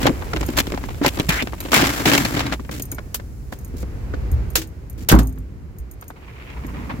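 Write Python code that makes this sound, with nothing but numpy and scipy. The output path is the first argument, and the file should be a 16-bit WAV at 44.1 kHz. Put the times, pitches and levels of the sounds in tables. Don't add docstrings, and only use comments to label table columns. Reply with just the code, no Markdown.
import sys
import numpy as np
from scipy import signal
from scipy.fft import rfft, irfft
from scipy.io import wavfile

SR = 44100
rng = np.random.default_rng(int(sys.argv[2]) if len(sys.argv) > 2 else 0)


def output_pcm(signal):
    pcm = np.clip(np.atleast_2d(signal).T, -1, 1) * 32767
    wavfile.write(sys.argv[1], SR, np.round(pcm).astype(np.int16))


N = 308700
TIME, HZ = np.arange(N) / SR, np.fft.rfftfreq(N, 1 / SR)
RING = TIME[:SR // 3]
EDGE_HZ = 16000


# pitch_hz, likeness (0 to 1)
LIKENESS = [(30, .45), (60, 0.83), (130, 0.94), (300, 0.83), (700, 0.38), (1500, 0.083), (5000, 0.067),
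            (15000, 0.13)]
PORT_LAG_S = 0.000279

# low_hz, high_hz
LOT_BANDS = [(20, 100), (100, 420), (420, 4500), (4500, 16000)]
# pitch_hz, level_db
AIR_SPECTRUM = [(12, -43), (20, -9), (76, -3.5), (178, -14.5), (286, -20.5), (600, -35.5), (1050, -40),
                (2300, -45), (3500, -56), (7000, -51), (9000, -55), (15000, -51.5)]
DRONE_HZ, DRONE_WIDTH_HZ = 56.8, 18
# time_s, level_db
DRONE_CURVE = [(0, -27.5), (1.6, -34), (3.5, -36), (3.95, -29.5), (4.45, -25.5), (4.75, -39.5),
               (5.05, -31.5), (5.4, -34), (5.8, -40), (5.96, -43), (6.4, -45.5), (6.68, -32.5), (7, -35.5)]
RUMBLE_DB, RUMBLE_FOLLOW = -17.5, 0.63
# time_s, level_db
ROAD_CURVE = [(0, -37.5), (2.3, -66), (2.9, -50), (3.4, -56), (3.85, -48), (4.4, -43.5), (4.7, -53),
              (5.699, -56), (6.2, -53), (7, -45)]
# time_s, level_db
HISS_CURVE = [(0, -55), (4.5, -63.5), (4.7, -67), (5.9, -72.5), (6.7, -60)]

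# low_hz, high_hz
REGISTERS = [(125, 500), (500, 1800), (1800, 6000), (6000, 16000)]
REGISTER_DB = [-1, 1.1, -5.5]
BRIGHT_SHARE = [-0.39, 0.7, 2.56]
# pitch_hz, width_hz, lift_db
FRAME_RESONANCES = [(276, 330, 1), (547, 75, 0.5), (906, 26, 1), (1010, 23, 2.5), (1300, 23, -4.5),
                    (1444, 15, -8), (2180, 180, 2), (2406, 78, 1), (2620, 32, 3), (3110, 40, 1.5),
                    (3380, 80, -1.5), (7440, 370, 5.5)]
# time_s, level_db
HANDLING_CURVE = [(0, -29), (.15, -42), (.5, -36.5), (.65, -39), (1, -43.5), (1.15, -33.5), (1.55, -43.5),
                  (1.66, -36), (2.2, -32), (2.6, -51), (2.86, -49)]

# start_s, length_s, level_db, brightness_db, thud_db, change_db (over the stroke)
SCRAPES = [(0.008, 0.082, -40.5, -5, -25.5, 4.5), (0.566, 0.043, -31.5, 4, -27, -2),
           (1.029, 0.059, -33.5, -1, -35, 2.5), (1.285, 0.13, -30, 0.5, -30.5, -9),
           (1.726, 0.345, -23, 0.47, -22, -16.5), (2.061, 0.33, -23.5, 0.5, -17, -18.5),
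           (2.336, 0.218, -36.5, -2.5, -28, -5.5), (2.709, 0.082, -46.5, 4, -31.5, -5.5),
           (3.519, 0.054, -50, 3.5, -48, -16), (3.764, 0.071, -64.5, 8, -41, -1.5),
           (4.975, 0.077, -60, 5, -37, -2)]
# pitch_hz, level_db
RUSTLE_SPECTRUM = [(65, -40), (110, 8.5), (141, -1.5), (188, -8.5), (289, 3), (370, -14.5), (645, -12),
                   (1010, -11.5), (1320, -8.5), (2560, -15.5), (3480, -16), (7300, -27), (8610, -30.5),
                   (15000, -26.5)]
FADE_SHARE = [0.84, 1.02, 1.38, 0.98]

# start_s, level_db, brightness_db, thud_db, pitch_hz (struck part)
KNOCKS = [(0.029, -32, 0.5, -22, 1500), (0.055, -24.5, -12, -17.5, 550), (0.066, -22, -1.5, -34, 3280),
          (0.07, -23.5, -13, -23, 820), (0.09, -33.5, -12, -13.5, 530), (0.22, -38.5, -11, -40, 870),
          (0.332, -30, -6.5, -23.5, 1370), (0.361, -30.5, -4.5, -23.5, 2840), (0.408, -36.5, 1, -24.5, 530),
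          (0.428, -34.5, -6.5, -65, 850), (0.487, -56, -19, -22.5, 556), (0.576, -29.5, -21, -39, 2620),
          (0.585, -21.5, 0.5, -23, 3480), (0.601, -28, 1.5, -27, 3430), (0.669, -38.5, -4, -26, 3220),
          (0.72, -34, -6, -25, 564), (0.737, -41, -18, -23, 530), (0.775, -35, -9, -34.5, 830),
          (0.837, -38, -10, -34.5, 1690), (0.887, -38.5, -8, -54, 900), (1.015, -36.5, -15, -23, 710),
          (1.047, -22, -11.5, -23, 850), (1.062, -21, -0.5, -16.5, 2040), (1.08, -28.5, 1.4, -46, 2830),
          (1.197, -27.5, -1, -16.5, 3360), (1.29, -27, 2, -24, 2440), (1.422, -32.5, -0.5, -23.5, 3550),
          (1.471, -35.5, -5.5, -35, 1530), (1.533, -38.5, -12, -37, 920), (1.603, -39.5, -1.5, -36.5, 3940),
          (1.718, -27, 1, -24, 1010), (1.731, -21, -9.5, -40, 1010), (1.741, -21.5, 2, -26, 2540),
          (1.762, -21, 0.5, -22, 2260), (1.776, -22, -2, -23, 2100), (1.793, -24, -7, -20, 1150),
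          (1.822, -24, -5, -14.5, 2430), (1.839, -24.5, -4, -37, 2800), (1.868, -28, 0, -23, 2210),
          (2.055, -20.5, -1.5, -20, 2000), (2.065, -32, 0, -17, 2320), (2.116, -23, -2, -32, 2640),
          (2.134, -19.5, -0.5, -18.5, 2700), (2.15, -22.5, 0, -24.5, 1560), (2.177, -23.5, 1, -23.5, 2260),
          (2.25, -26.5, -1, -24.5, 4330), (2.366, -28.5, -4, -24, 3080), (2.392, -29.5, -1, -48, 3800),
          (2.404, -27, -3, -37, 2390), (2.464, -33.5, -2.5, -35, 3880), (2.523, -27, -5, -30, 1410),
          (2.532, -33.5, -1.5, -53, 1980), (2.594, -46.5, -13, -32.5, 1160), (2.692, -39.5, -13, -34, 1940),
          (2.797, -44.5, 4, -30, 590), (2.921, -45, -9, -33.5, 2120), (2.983, -37.5, -10, -37, 1440),
          (3.196, -45.5, -10.5, -43, 1740), (3.524, -38.5, -15, -31, 730), (3.739, -60, -12, -29, 520),
          (3.828, -47, -9, -30.5, 524), (4.137, -41, -12, -28.5, 1460), (5.375, -56.5, -11, -56, 1390),
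          (6.023, -47.5, -9, -56, 1280), (6.103, -46.5, -15, -44, 910), (6.501, -49, -7, -46, 3300),
          (6.648, -51, -11, -34, 1630)]
KNOCK_T60_S = [0.052, 0.035, .036, 0.02]
# pitch_hz, level_db
BODY_SPECTRUM = [(65, -38), (110, -17.5), (138, -0.5), (188, -5.5), (289, 3), (474, -9), (558, -6),
                 (672, -7.5), (1880, -13), (2360, -12.5), (4550, -19), (7450, -19.5), (9160, -23),
                 (15000, -18.5)]
PART_RATIOS = [1, 1, 1.19]
PART_DB, PART_T60_S = 5.5, 0.03
CHATTER_PER_S, CHATTER_DB, CHATTER_SPREAD_DB = 22, -7, 9

# start_s, level_db
JINGLES = [(0.025, -34), (0.463, -28), (1.604, -25.5), (2.8219, -22), (2.916, -22), (3.5877, -39.5),
           (3.6472, -36), (4.3156, -35), (4.5025, -37), (4.556, -18), (4.6728, -43), (4.8983, -37),
           (5.089, -14), (5.116, -17), (5.1914, -28), (5.231, -34.5), (5.2715, -31), (5.3255, -45),
           (5.385, -45), (5.785, -39), (5.913, -37.5), (6.011, -38.5), (6.0806, -34.5), (6.6657, -40)]
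# pitch_hz, level_db, t60_s
METAL_MODES = [(6650, 0.5, 0.042), (8930, -2.5, 0.07), (13400, -7.5, 0.086), (13100, -22, 0.15),
               (13100, 8.5, 0.042), (15500, -8.5, .04)]
REBOUND_S, REBOUND_DB = .024, -12.5

# start_s, level_db, pitch_hz, t60_s
THUMPS = [(1.014, -7.5, 284, 0.088), (1.289, -1.5, 160, 0.034), (4.32, -6, 67, 0.26),
          (4.33, -16, 115, 0.34), (4.58, -23, 323, 0.26), (5.133, -0.5, 56.4, 0.41), (5.798, -20, 58, 0.26)]
# start_s, level_db
SLAMS = [(5.114, -11), (5.124, -5.5), (5.136, -11), (5.161, -18), (5.19, -16)]
# pitch_hz, level_db
DOOR_SPECTRUM = [(59, -29), (100, -6), (246, -6), (304, -7), (436, -21), (668, -20), (701, -22.5),
                 (761, -21), (1130, -22.5), (2510, -43), (5000, -52), (6500, -74), (11000, -120)]
# pitch_hz, level_db, t60_s
PANEL_MODES = [(113.7, -19.5, 0.66), (155, -12.5, 0.3), (261, -19.5, 0.72), (314.2, -13, 0.23),
               (391, -24, 0.37)]
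CLATTER_DB = -12

# time_s, level_db, pitch_hz
ZIP_CURVE = [(1.295, -24, 2250), (1.335, -27.5, 1700), (1.374, -30.5, 2000), (1.403, -25, 2300),
             (1.432, -32, 2450)]

# start_s, level_db, pitch_hz, t60_s
WIRE_RINGS = [(2.922, -50, 2250, 0.34)]

# start_s, level_db, t60_s, treble_db (lift)
SNAPS = [(3.1435, -24, 0.069, 12), (4.5546, -15, 0.12, 5), (4.616, -35, 0.1, 4), (5.0864, -16.5, 0.16, 6),
         (5.097, -18, 0.13, -28), (5.116, -24, 0.063, 12), (5.1872, -29.5, 0.098, 2)]
# pitch_hz, level_db
LATCH_SPECTRUM = [(240, -35), (400, -2), (791, -11.5), (1590, -6.5), (2090, -8), (2700, -6), (2870, -6.5),
                  (6610, -7.5), (8180, -10.5), (8820, -20), (12100, -14.5), (13300, -17), (15000, -14.5)]
CRACK_DB, CRACK_T60_S = -6.5, 0.03

# pitch_hz, level_db
GRIT_SPECTRUM = [(400, -6), (700, -4.5), (1000, 1), (1500, -7), (2300, -5), (3300, -17.5), (4500, -23),
                 (8000, -44)]
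SWISH_START_S, SHAKE_START_S = 6.15, 6.53
FLUTTER_HZ, FLUTTER_DB = 21.9, 3


def amp(db):
    return np.exp(np.asarray(db) * (np.log(10) / 20))


def read(points, hz):
    f, value = np.transpose(points)
    return np.interp(np.log(hz + 1), np.log(f + 1), value)


def evened(x):
    return x / np.sqrt(np.mean(x.mean(0) ** 2) + 1e-20)


def add(mix, s, sound):
    part = mix[:, max(round(s * SR), 0):][:, :sound.shape[-1]]
    part += sound[..., :part.shape[1]]


def band(lo, hi):
    slopes = (1 + (lo / (HZ + 1)) ** 10) * (1 + (HZ / hi) ** 10)
    return (HZ < EDGE_HZ) / np.sqrt(slopes)


def peak(hz, width_hz):
    return 1 / (1 + (2 * (HZ - hz) / width_hz) ** 2)


def ports(drive):
    a, b = rfft(drive)
    same = np.clip(read(LIKENESS, HZ), 0, 1)
    right = same * a + np.sqrt(1 - same ** 2) * b
    return np.array([a, right * np.exp(-2j * np.pi * HZ * PORT_LAG_S)])


def shaped(z, gain):
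    return evened(irfft(z * gain, N))


def noise():
    return ports(rng.standard_normal((2, N)))


def grains(per_s, spread_db, grain_s):
    size = amp(spread_db * np.minimum(rng.exponential(1, N), 4))
    size = size * (rng.random(N) < per_s / SR)
    power = signal.lfilter([1], [1, -np.exp(-1 / (SR * grain_s))], size ** 2)
    return ports(np.sqrt(power) * rng.standard_normal((2, N)))


def burst(source, t60, rise_s, tail_db, tail_t60):
    start = rng.integers(N - len(RING))
    fall = amp(-60 * RING / t60) + amp(tail_db - 60 * RING / tail_t60)
    fade = fall * (1 - np.exp(-RING / rise_s))
    return evened(source[:, start:start + len(RING)] * fade) / 5


def mode(hz, t60, rise_s, phase=0):
    swing = np.sin(2 * np.pi * hz * RING + phase)
    return swing * amp(-60 * RING / t60) * (1 - np.exp(-RING / rise_s))


def stroke(start, length, db, change_db, attack_s, release_s):
    gain, t = np.zeros((1, N)), np.arange(0, length, 1 / SR)
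    ends = np.clip(np.minimum(t / attack_s, (length - t) / release_s), 0, 1)
    add(gain, start, amp(db + change_db * t / length) * ends)
    return gain


def along(s, db, edge_s):
    ends = np.clip(np.minimum(TIME - s[0], s[-1] - TIME) / edge_s, 0, 1)
    return amp(np.interp(TIME, s, db)) * ends


def flutter(depth_db, top_hz):
    waver = irfft(rfft(rng.standard_normal((1, N))) * band(2.8, top_hz), N)
    return amp(depth_db * evened(waver))


def cart_colour(spectrum):
    lift_db = sum(db * peak(hz, width) for hz, width, db in FRAME_RESONANCES)
    return amp(read(spectrum, HZ) + lift_db)


def contact(db, brightness, thud_db):
    upper_db = db + brightness * np.array(BRIGHT_SHARE) + np.array(REGISTER_DB)
    return [thud_db, *upper_db]


def lot():
    curves = (DRONE_CURVE, ROAD_CURVE, HISS_CURVE)
    drone_db, road_db, hiss_db = (np.interp(TIME, *np.transpose(curve)) for curve in curves)
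    levels = [drone_db, RUMBLE_DB + RUMBLE_FOLLOW * drone_db, road_db, hiss_db]
    z = noise()
    colour = amp(read(AIR_SPECTRUM, HZ)) * (1 + amp(11.5) * peak(DRONE_HZ, DRONE_WIDTH_HZ))
    return sum(amp(db) * shaped(z, colour * band(*edges)) for db, edges in zip(levels, LOT_BANDS))


def scrapes():
    out, colour = np.zeros((2, N)), cart_colour(RUSTLE_SPECTRUM)
    z = grains(per_s=750, spread_db=0.5, grain_s=0.002)
    for k, edges in enumerate(REGISTERS):
        force = sum(stroke(s, length, contact(*touch)[k], FADE_SHARE[k] * change_db,
                           attack_s=0.0053, release_s=0.0043)
                    for s, length, *touch, change_db in SCRAPES)
        out += force * shaped(z, colour * band(*edges))
    crinkle_grains = grains(per_s=1100, spread_db=3.3, grain_s=.0015)
    crinkle = shaped(crinkle_grains, cart_colour(BODY_SPECTRUM) * band(220, 16000))
    busy = along(*np.transpose(HANDLING_CURVE), edge_s=0.0036)
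    return out * flutter(depth_db=1.0, top_hz=70.8) + amp(-3.0) * crinkle * busy


def chatter(brightness, thud_db):
    s, db = np.transpose(HANDLING_CURVE)
    slots = np.arange(0, s[-1], 1 / CHATTER_PER_S)
    late, strength = rng.random((200, 2))[:len(slots)].T
    times = slots + late / CHATTER_PER_S
    levels = np.interp(times, s, db) + CHATTER_DB + CHATTER_SPREAD_DB * (2 * strength - 1)
    return [(t, level, brightness, level + thud_db) for t, level in zip(times, levels)]


def knocks():
    out, colour = np.zeros((2, N)), cart_colour(BODY_SPECTRUM)
    z = grains(per_s=2500, spread_db=6, grain_s=0.0005)
    blows = [row[:4] for row in KNOCKS] + chatter(brightness=-5, thud_db=7.5)
    for k, (lo, hi) in enumerate(REGISTERS):
        rattle = shaped(z, colour * band(lo, hi))
        rise_s = max(0.5 / lo, .0012)
        for s, *blow in blows:
            hit = burst(rattle, KNOCK_T60_S[k], rise_s, tail_db=-25.5, tail_t60=0.13)
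            add(out, s, amp(contact(*blow)[k]) * hit)
    for s, *blow, hz in KNOCKS:
        _, clack_db, crack_db, _ = contact(*blow)
        db = clack_db if hz < REGISTERS[2][0] else crack_db
        for ratio in PART_RATIOS:
            phase = np.array([[0], [2 * np.pi * hz * ratio * PORT_LAG_S * rng.random()]])
            add(out, s, amp(db + PART_DB) * mode(hz * ratio, PART_T60_S, rise_s=.001, phase=-phase))
    return out


def jingles():
    out, tick = np.zeros((2, N)), shaped(noise(), band(5200, 16000))
    rebounds = [(s + REBOUND_S * (.5 + rng.random()), db + REBOUND_DB) for s, db in JINGLES]
    for s, db in JINGLES + rebounds:
        for hz, level_db, t60 in METAL_MODES:
            chance_db, detune = rng.uniform(-2, 2), rng.uniform(.996, 1.004)
            phase = 2 * np.pi * rng.random() + np.array([[0], [np.pi / 2]])
            ring = mode(hz * detune, t60, 0.00011, phase)
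            add(out, s, amp(db + level_db + chance_db - 5.5) * ring)
        add(out, s, amp(db - 18.0) * burst(tick, t60=.018, rise_s=.0004, tail_db=-7, tail_t60=.1))
    return out


def car():
    out, z = np.zeros((2, N)), noise()
    door, trim = shaped(z, amp(read(DOOR_SPECTRUM, HZ))), shaped(z, band(600, 1600))
    for s, db in SLAMS:
        blow = burst(door, t60=0.15, rise_s=0.00081, tail_db=-10.0, tail_t60=0.28)
        clatter = burst(trim, t60=0.035, rise_s=0.001, tail_db=-20, tail_t60=0.16)
        add(out, s, amp(db) * blow)
        add(out, s, amp(db + CLATTER_DB) * clatter)
    add(out, SLAMS[2][0], sum(amp(db) * mode(hz, t60, 0.0016) for hz, db, t60 in PANEL_MODES))
    for s, db, hz, t60 in THUMPS:
        thump = mode(hz, t60, rise_s=0.2 / hz, phase=np.array([[.3], [-.3]]))
        add(out, s, amp(db) * thump)
    return out


def zipping():
    s, db, hz = np.transpose(ZIP_CURVE)
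    turn = np.exp(2j * np.pi * np.cumsum(np.interp(TIME, s, hz)) / SR)
    fuzz = irfft(rfft(rng.standard_normal((2, 2, N))) * peak(0, width_hz=1100), N)
    tone = evened(fuzz[0] * turn.real + fuzz[1] * turn.imag)
    return tone * along(s, db, edge_s=0.0046)


def wire():
    out = np.zeros((2, N))
    for s, db, hz, t60 in WIRE_RINGS:
        add(out, s, amp(db) * mode(hz, t60, rise_s=.002))
    return out


def snaps():
    out, z, colour = np.zeros((2, N)), noise(), amp(read(LATCH_SPECTRUM, HZ))
    treble = band(9200, 17000)
    for s, db, t60, treble_db in SNAPS:
        latch = shaped(z, colour * amp(treble_db * treble))
        ring = burst(latch, t60, rise_s=0.00083, tail_db=-35, tail_t60=0.18)
        crack = burst(latch, CRACK_T60_S, rise_s=0.00045, tail_db=-41, tail_t60=0.1)
        add(out, s, amp(db - 1) * ring)
        add(out, s + .001, amp(db + CRACK_DB) * crack)
    return out


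def swish_and_roll():
    z = grains(per_s=1200, spread_db=-0.5, grain_s=0.0013)
    swish_push = stroke(SWISH_START_S, length=0.403, db=-51, change_db=3, attack_s=0.49, release_s=.025)
    grit_push = stroke(SWISH_START_S, length=0.91, db=-57, change_db=16.5, attack_s=0.014, release_s=.17)
    shake = stroke(SHAKE_START_S, length=0.62, db=-35.5, change_db=3, attack_s=0.23, release_s=.1)
    cloth_swish = shaped(z, band(2000, 2700)) * swish_push
    grit = shaped(z, amp(read(GRIT_SPECTRUM, HZ)) * band(510, 9000)) * grit_push
    rumble = shaped(z, cart_colour(BODY_SPECTRUM) * band(100, 252)) * shake
    return (cloth_swish + grit) * flutter(FLUTTER_DB, FLUTTER_HZ) + rumble


def scene():
    left = knocks() + scrapes() + zipping() + jingles() + snaps() + wire()
    right = car() + lot() + swish_and_roll()
    return left * amp([[.6], [-.6]]) + right * amp([[-.5], [.5]])


def record(dry):
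    lowpass = signal.firwin(511, EDGE_HZ, window=("kaiser", 9), fs=SR)
    return signal.oaconvolve(np.clip(dry, -1, 1), lowpass[None], "same")


dry = scene()
out = record(dry)
output_pcm(out)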